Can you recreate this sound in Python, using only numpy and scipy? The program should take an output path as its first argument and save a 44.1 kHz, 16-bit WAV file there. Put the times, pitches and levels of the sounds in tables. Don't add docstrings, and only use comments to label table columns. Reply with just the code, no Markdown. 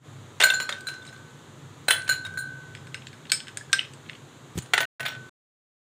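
import sys
import numpy as np
from scipy import signal
from scipy.fft import rfft, irfft
from scipy.io import wavfile
from scipy.ndimage import uniform_filter1d

SR = 44100
rng = np.random.default_rng(int(sys.argv[2]) if len(sys.argv) > 2 else 0)


def how_loud(loudness_db):
    steps = np.asarray(loudness_db, float) / 20
    return 10 ** steps


def put_to_file(sound):
    columns = np.atleast_2d(sound).T
    safe = np.clip(columns, -1, 1)
    whole_steps = np.round(safe * 32767)
    wavfile.write(sys.argv[1], SR, whole_steps.astype(np.int16))


N = 256044


def along(points, hz):
    f, v = np.transpose(points)
    return np.interp(np.log(hz + 1), np.log(f + 1), v)


def curve(rows):
    return np.interp(np.arange(N) / SR, *np.transpose(rows))


def noise(gain):
    x = irfft(rfft(rng.standard_normal(N)) * gain(np.fft.rfftfreq(N, 1 / SR)), N)
    return x / np.std(x)


# (centre [Hz], width [Hz], level [dB])
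HUM_TONES = [
    (60.4, 70, -36),
    (100.6, 9, -1),
    (134.8, 26, 2.5),
    (161.5, 8.5, -4.5),
]
# (time [s], level [dB])
HUM_LEVEL = [(0.0, -45), (0.38, -51.5), (0.61, -51.5), (0.83, -55), (0.93, -51.5), (1.43, -51.5),
             (2.28, -45), (2.52, -48), (2.91, -45.5), (3.12, -50), (3.51, -50.5), (3.66, -50.5),
             (3.95, -51), (4.16, -49), (4.29, -50.5), (4.5, -49)]
# (frequency [Hz], level [dB per Hz])
HISS_COLOUR = [(110, -36.5), (190, -6), (220, 0), (343, -2.5), (376, -2.5), (704, -11), (1200, -8.5),
               (2560, -18), (3770, -15), (5250, -29), (6800, -17), (9660, -30), (15600, -40.5)]


def kitchen():
    def tones(f):
        return sum(how_loud(db) / (1 + ((f - centre) / width * 2) ** 2) for centre, width, db in HUM_TONES)

    hum = how_loud(curve(HUM_LEVEL)) * noise(tones)
    hiss = noise(lambda f: how_loud(along(HISS_COLOUR, f)))
    return hum + how_loud(-50.5) * hiss


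def causal(gain_db, size=512):
    c = irfft(np.log(how_loud(gain_db(np.fft.rfftfreq(size, 1 / SR) + 1)) + 1e-6))
    c[1:size // 2] *= 2
    c[size // 2 + 1:] = 0
    h = irfft(np.exp(rfft(c)))
    return h / np.linalg.norm(h)


def ringing(hz, db, t60, t, attack, since=0):
    hz, db, t60 = hz[:, None], db[:, None], np.maximum(t60, .003)[:, None]
    fade = np.float32(-np.log(1000) * t / t60)
    turn = np.float32(2 * np.pi * hz * (t + since))
    modes = np.float32(how_loud(db)) * np.exp(fade) * np.sin(turn)
    return modes.sum(axis=0) * (1 - np.exp(-t / attack))


def chatter(length):
    x = uniform_filter1d(rng.standard_normal(length), round(.0016 * SR))
    return x / np.std(x)


# (frequency [Hz], t60 [s])
ROOM_T60 = [
    (300, .4),
    (2000, .28),
    (6000, .3),
    (15000, .14),
]


def echo(x, length):
    hz, t, z = signal.stft(rng.standard_normal(length), SR, nperseg=256)
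    fade = how_loud(-60 * t / along(ROOM_T60, hz)[:, None])
    tail = signal.istft(z * fade, SR, nperseg=256)[1]
    late = np.pad(x, (130, 0))
    return signal.fftconvolve(late, tail / np.linalg.norm(tail))[:len(x)]


def hits(table, modes, family_hz, colour, blur, ring_db, clack_db, crack_db, crack_t60, rattle_db,
         focus_db, room_db, damp_db, rise, flutter):
    out, wall = np.zeros((2, N + SR))
    t = np.arange(SR) / SR
    hz, level, t60 = np.transpose(modes)
    slow = t60 > .4
    fast_hz, fast_t60 = hz[~slow], t60[~slow]
    for s, db, centre_hz, *family_db in sorted(table):
        luck = rng.standard_normal((6, 20))
        short = t[:SR // 10 if db < -18 and max(family_db) < -12 else SR // 5]
        n = len(short)
        strength = level + ring_db + np.interp(np.log(hz), np.log(family_hz), family_db)
        strength = strength + np.where(slow, 1.5, 3) * luck[0, :len(hz)]
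        fast_db = strength[~slow]
        centre_hz = max(centre_hz, 2500)

        def contact_db(f):
            octaves = np.log2(f / centre_hz)
            above = np.maximum(octaves, 0)
            return along(colour, f) - focus_db * (.6 * np.abs(octaves) + 1.4 * above) + .12 * db * above

        cube_hz = centre_hz * np.exp(.23 * luck[1, :9])
        cube_db = clack_db + contact_db(cube_hz) + 4 * luck[2, :9]
        clack = ringing(cube_hz, cube_db, .02 * np.exp(.3 * luck[3, :9]), short, .0006)

        shape = how_loud(crack_db - 60 * short / crack_t60) + how_loud(rattle_db - 60 * short / .052)
        burst = rng.standard_normal(n) * shape * (1 - np.exp(-short / rise))
        crack = signal.fftconvolve(burst, causal(contact_db))[:n]

        ring = ringing(fast_hz, fast_db - 3, fast_t60, short, .0023)
        for row in luck[4:]:
            shifted_hz = fast_hz + blur * fast_hz ** 2 / 8000 * row[:len(fast_hz)]
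            ring = ring + ringing(shifted_hz, fast_db - 6, fast_t60, short, .0016)
        ring = ring * (.63 + .6 * how_loud(-60 * short / .19))
        ring = ring * (1 + flutter * chatter(n)) / np.hypot(1, flutter)

        start = round(s * SR)
        reflected = how_loud(room_db) * echo(clack + crack + ring, n)
        out[start:][:n] += how_loud(db) * (clack + crack + reflected)
        smother_db = damp_db * np.clip(1.5 + db / 35, 0, 1)
        wall[start:][:SR] *= how_loud(-smother_db * (1 - np.exp(-t / .0039)))
        wall[start:][:n] += how_loud(db) * ring
        if slow.any():
            bell = ringing(hz[slow], strength[slow], t60[slow], t, .00015, since=s)
            wall[start:][:SR] += how_loud(db) * bell * np.cos(t * np.pi / 2)
    return (out + wall)[:N]


def in_bowl(table, second_db):
    return [(s, db, 3400, bell, upper + second_db, upper) for s, db, bell, upper in table]


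GLASS_HZ = [1513, 1574, 4065, 4208, 6950, 7084, 8590, 9857, 10090, 10230, 13430, 13590, 14330, 14830]
FAMILY = [0, 0, 1, 1, 1, 1, 2, 2, 2, 2, 1, 1, 2, 2]
MEMBER = [0, 0, -1, 1, -1, 1, 0, -1, 0, 1, 0, 0, -1, 1]
# (time [s], level [dB])
SIDE_STRUCK = [
    (.44, 9),
    (.54, 8),
    (.62, 2),
    (.87, -7),
    (1.9, -2),
    (2.09, 0),
    (2.13, 3),
    (2.37, -2),
]


def in_empty_bowl(table, glass):
    member = np.array(MEMBER)
    rows = []
    for s, db, *family_db in table:
        side = np.interp(s, *np.transpose(SIDE_STRUCK))
        lean_db = -np.abs(side * (np.sign(side) - member)) * np.abs(member)
        clack_hz = 3200 * 2 ** (-db * .03)
        rows.append((s, db, clack_hz, *(np.array(family_db)[FAMILY] + lean_db)))
    return rows, [(hz, *mode) for hz, mode in zip(GLASS_HZ, glass)], GLASS_HZ


# (time [s], peak [dB], bell pair [dB], rim modes [dB], belly modes [dB])
RIGHT_HITS = [(.4005, -9, -25.5, -38, -38), (.4035, -3, -25.5, -36, -36), (.4125, -3, -25.5, -34, -30),
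              (.424, -4.5, -25, -30, -30), (.4364, -2, -9.5, -7, -13), (.4665, -15.5, -19, -20, -29),
              (.501, -9, -9, -19, -16), (.537, -18.5, -7.5, -5, -16), (.6, -13, -14.5, -18.5, -17),
              (.622, -29, -14, -2, -10), (.691, -11, -27, -31, -31), (.7244, -19, -18, -35, -30),
              (.782, -40, -5, -16, -16), (.8695, -28, 1, -3, -4), (.8863, -20, -20, -20, -16.5),
              (.9385, -29, -16, -37, -37), (1.0773, -35, -30, -22, -16), (1.1272, -36.5, -7.5, -19, -19)]
LEFT_HITS = [(1.8825, -3.5, -9, -14, -10), (1.9055, -1, -28, -21, -8), (1.92, -16.5, -8, -20, 1),
             (1.9782, -31, 4, -20, -7), (2.04, -40, -3, -20, -6), (2.0773, -18, -18.5, -20, -20),
             (2.0915, -11.5, 1.5, 1, -7), (2.126, -20.5, -38, -4, -8), (2.2494, -25, -1, -22, -14),
             (2.2644, -25, -9, -33, -33), (2.337, -37, 5, -16, -16), (2.3736, -28, 7, 2, -4),
             (2.388, -37.5, 6, 5, 8), (4.6217, -37, -15.5, -10, -5), (4.658, -35, -17.5, -20, -20)]
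# (level [dB], t60 [s])
RIGHT_GLASS = [(-4, 1.2), (-3.5, .48), (-2, .36), (-5, .3), (-7, .15), (-4, .09), (-7, .12), (-15, .1),
               (-16, .1), (-12, .12), (-15, .09), (-16, .08), (-19, .1), (-13, .13)]
LEFT_GLASS = [(-5, 1.2), (-5, .69), (-9, .3), (-10, .24), (-10, .16), (-10, .14), (-5, .14), (-12, .12),
              (-13, .12), (-10, .13), (-16, .11), (-20, .11), (-15, .1), (-12, .12)]
# (time [s], peak [dB], bell pair [dB], upper modes [dB])
LAST_HITS = [(4.735, 0.5, -22, -34), (4.7774, -3, -30, -34.5), (4.804, -8, -13, -18),
             (4.8294, -18, -23, -26.5), (4.9967, -24, -11, -27), (5.0041, -18, -14, -21.5),
             (5.029, -22.5, -15, -27), (5.0521, -18.5, -17.5, -20), (5.0595, -18, -24, -22),
             (5.082, -19.5, -21.5, -27.5), (5.0994, -25, -19, -39), (5.1193, -28, -11.5, -28.5),
             (5.1494, -30.5, -13, -41)]
# (frequency [Hz], level [dB], t60 [s])
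FULL_GLASS = [(661, -7, .14), (870, -10, .03), (1534, -14, .6), (1510, -2, .9), (1860, 0, .1),
              (3443, -2, .1), (4200, -4, .15), (5600, -14, .12), (6900, -3, .1), (8500, -8, .083),
              (9900, -4, .05), (10120, -4, .092), (14800, 0, .12)]
# (frequency [Hz], level [dB per Hz])
CRACK_COLOUR = [(120, -58), (200, -22.5), (617, -2.5), (1110, -7), (1440, 1), (3700, -9.5), (4790, -15.5),
                (8490, -9.5), (12100, -24.5), (15000, -23.5), (16500, -44.5)]


def glasses():
    right = hits(*in_empty_bowl(RIGHT_HITS, RIGHT_GLASS), CRACK_COLOUR, blur=.006, ring_db=-2.5,
                 clack_db=-12.5, crack_db=-9, crack_t60=.016, rattle_db=-16, focus_db=2.5,
                 room_db=-6.5, damp_db=7.5, rise=.0012, flutter=.35)
    left = hits(*in_empty_bowl(LEFT_HITS, LEFT_GLASS), CRACK_COLOUR, blur=.007, ring_db=-6,
                clack_db=-31, crack_db=-5, crack_t60=.022, rattle_db=-23.5, focus_db=2.5,
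                room_db=-7, damp_db=12.5, rise=.0022, flutter=.35)
    last = hits(in_bowl(LAST_HITS, second_db=-2), FULL_GLASS, [1550, 4150, 8000], CRACK_COLOUR,
                blur=.006, ring_db=-6, clack_db=-20, crack_db=-8.5, crack_t60=.034, rattle_db=-22.5,
                focus_db=4, room_db=-9.5, damp_db=2.5, rise=.0008, flutter=.6)
    return right + left + last


# (time [s], frequency [Hz], level [dB], t60 [s])
NOTES = [(.424, 3670, -13.5, 0.043), (.467, 2300, -25, 0.042), (0.502, 2703, -17.5, 0.067),
         (.501, 3610, -7, 0.017), (0.724, 3690, -18, 0.021), (1.907, 3058, -17.5, 0.18),
         (1.908, 3375, -18, 0.16), (1.906, 680, -30.5, 0.13), (2.095, 3990, -25, 0.08),
         (2.093, 2920, -34, 0.19), (2.25, 3770, -28, 0.057), (3.07, 7340, -37, 0.034),
         (3.572, 8900, -28, 0.037), (3.73, 3600, -23, 0.072), (3.729, 5800, -12, 0.018),
         (3.731, 8600, -17.5, 0.028), (3.791, 2940, -12, 0.021), (3.808, 2546, -34, 0.11),
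         (4.621, 6990, -38, 0.044), (4.622, 9900, -46, 0.062), (4.736, 3070, -16.5, 0.037),
         (5.063, 3540, -20, 0.048), (5.082, 5600, -38, 0.097), (.44, 8710, -20, .11),
         (.44, 15300, -36, .12), (3.297, 4300, -30, .04), (3.61, 1700, -30, .035), (3.697, 1600, -42, .15),
         (3.731, 1580, -13, .09), (3.735, 12550, -51, .15), (3.7298, 1700, -8, .008),
         (3.572, 1650, -28, .04), (1.884, 14800, -27, .05), (1.884, 4100, -20, .06), (1.907, 3480, -24, .1),
         (1.91, 2600, -24, .07), (3.32, 2300, -25, .12), (1.075, 3900, -36, .04), (1.02, 3550, -42, .08)]


def notes():
    out, t = np.zeros(N + SR), np.arange(SR // 5) / SR
    for s, hz, db, t60 in NOTES:
        pair_hz = hz * (1 + np.array([0, .012]) * rng.standard_normal())
        note = ringing(pair_hz, db - np.array([2, 8]), np.full(2, t60), t, .001)
        note = note * (.95 + .25 * chatter(len(t)))
        out[round(s * SR):][:len(t)] += note + how_loud(-13) * echo(note, len(t))
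    return out[:N]


def in_dish(table):
    rows = []
    for s, db, hz, ring in table:
        low_db = ring - 6.5 * np.log2(hz / 2500)
        upper_db = ring + .5 * db
        rows.append((s, db, hz, low_db, upper_db + 7, upper_db + 13))
    return rows


# (time [s], peak [dB], clack centre [Hz], ring [dB])
DISH_HITS = [(.808, -30.5, 13500, -35), (1.025, -42, 8400, 2), (1.052, -36, 8400, 4), (1.066, -35, 8400, 3),
             (1.09, -42, 8400, 3), (1.14, -43, 8400, 3), (1.175, -43, 8400, 2), (2.02, -28, 7000, -30),
             (2.7501, -22.5, 1807, -18), (2.8694, -32.5, 2220, -7), (2.9437, -15, 2245, -20),
             (3.0694, -25.5, 3520, -23), (3.13, -32, 2000, -5), (3.3, -19.5, 4270, -16.5),
             (3.3181, 0, 6500, -13), (3.4029, -25, 3500, -11), (3.4697, -27, 2500, -11),
             (3.482, -23.5, 2940, -15), (3.5718, -15.5, 8420, -13.5), (3.718, -36, 7940, 0),
             (3.7295, -1, 4500, -23), (3.7462, -23, 3530, -16), (3.935, -30, 7730, -13),
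             (4.577, -21, 7150, -23.5), (4.587, -19, 7000, -26)]
# (time [s], peak
# [dB], clack centre [Hz])
CUBE_TICKS = [(.886, -24, 3100), (1.05, -36, 3000), (1.062, -35, 2500), (1.085, -36, 3300),
              (1.163, -38, 4000), (2.068, -32, 2500), (2.104, -24, 2600), (2.115, -25, 2500),
              (2.138, -27, 2800), (2.152, -31, 2600), (2.772, -35, 3070), (2.9773, -36, 2560),
              (3.0202, -30.5, 2650), (3.0826, -33, 4360), (3.2528, -29.5, 2500), (3.268, -30, 3500),
              (3.296, -29, 4200), (3.49, -35, 2600), (3.786, -20, 2800), (3.7923, -11.5, 2800),
              (3.808, -20, 2730), (3.8294, -28, 2960), (3.849, -25, 2810), (4.062, -35, 2930),
              (4.089, -31, 3020), (4.0955, -19, 2780), (4.11, -40, 2930), (4.131, -28, 2930),
              (4.151, -31.5, 3100), (5.056, -19.5, 4000), (5.066, -16.5, 3400), (5.075, -20, 3000),
              (5.09, -22.5, 3600), (5.108, -25, 3330), (5.132, -29, 3600), (5.16, -34, 3280)]
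# (frequency [Hz], level [dB], t60 [s])
DISH_MODES = [(1535, 5.5, 0.092), (1668, 6.5, 0.053), (2300, -12.5, .12), (3170, -6, 0.07), (3600, -1, .08),
              (4000, -12.5, 0.053), (5205, 2.5, 0.22), (5150, -2, 0.16), (6770, -13, .05),
              (7900, -12.5, 0.099), (8140, 4, 0.051), (8360, -4.5, 0.1534), (8600, -5.5, 0.114),
              (12550, -27, 0.13)]
# (frequency [Hz], level [dB per Hz])
TICK_COLOUR = [(290, -58.5), (500, -17.5), (859, -48.5), (1500, -4.5), (4550, -4), (5120, -15),
               (6280, -9.5), (8300, -3), (9600, -21), (12900, -20), (16500, -38)]


def dish():
    family_hz = [1900, 5200, 8300]
    loose = [(*row, -24) for row in CUBE_TICKS]
    ticks = hits(in_dish(loose), DISH_MODES, family_hz, TICK_COLOUR, blur=.019, ring_db=-16,
                 clack_db=-16, crack_db=-3.5, crack_t60=.012, rattle_db=-30.5, focus_db=10.5,
                 room_db=-11, damp_db=2, rise=.00091, flutter=.83)
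    strikes = hits(in_dish(DISH_HITS), DISH_MODES, family_hz, TICK_COLOUR, blur=.019, ring_db=-17.5,
                   clack_db=-18.5, crack_db=-4, crack_t60=.0087, rattle_db=-23.5, focus_db=3.5,
                   room_db=-10.5, damp_db=5, rise=.0004, flutter=.54)
    return ticks + strikes


# (time [s], frequency [Hz], level [dB])
KNOCKS = [
    (4.556, 154, -23),
    (4.574, 165, -17.5),
    (4.578, 365, -23.5),
    (4.585, 139, -19),
]


def counter():
    t = np.arange(N) / SR
    push = np.zeros(N)
    for s, hz, db in KNOCKS:
        since = np.maximum(t - s, 0)
        push += how_loud(db - 60 * since / .033) * np.sin(2 * np.pi * hz * since)
    puff = how_loud(-38) * np.exp(-((t - 4.583) / .008) ** 2)
    brush = how_loud(-53.5) * (np.abs(t - 4.578) < .028)
    return push + (puff + brush) * noise(lambda f: how_loud(along(CRACK_COLOUR, f) * .4))


def scene():
    mono = kitchen() + glasses() + notes() + dish() + counter()
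    return np.array([mono, mono])


def top_cut(x):
    return signal.sosfilt(signal.butter(12, 16830, fs=SR, output="sos"), x)


# (from [s], to [s], level [dB])
SPLIT = [
    (2.887, 3.06, -40),
    (3.576, 3.68, -22),
    (3.733, 3.81, -15.5),
    (4.59, 4.67, -22.5),
    (4.727, 4.81, -17.5),
]
# (time [s], level [dB])
GATE = [
    (0, -18),
    (.05, -3),
    (.08, 0),
    (4.854, 0),
    (4.857, -120),
    (4.994, -120),
    (4.997, 0),
    (5.294, 0),
    (5.297, -120),
]


def record(dry):
    x = signal.sosfilt(signal.butter(3, 48, "high", fs=SR, output="sos"), dry)
    t = np.arange(N) / SR
    split = sum(how_loud(db) * (t > a) * (t < b) for a, b, db in SPLIT)
    side = x[0] * noise(lambda f: f < 500) * split
    side = signal.sosfiltfilt(signal.butter(8, 4600, "high", fs=SR, output="sos"), side)
    x = (x + [side, -side]) * how_loud(curve(GATE))
    x = x / (1 + np.abs(x / .95) ** 6) ** (1 / 6)
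    treble = np.where(np.fft.rfftfreq(N, 1 / SR) < 15600, 1, how_loud(-24))
    x = irfft(rfft(x) * treble, N)
    x = x * np.minimum(how_loud(curve(GATE) + 20), 1)
    return top_cut(x)


dry = scene()
out = record(dry)
put_to_file(out)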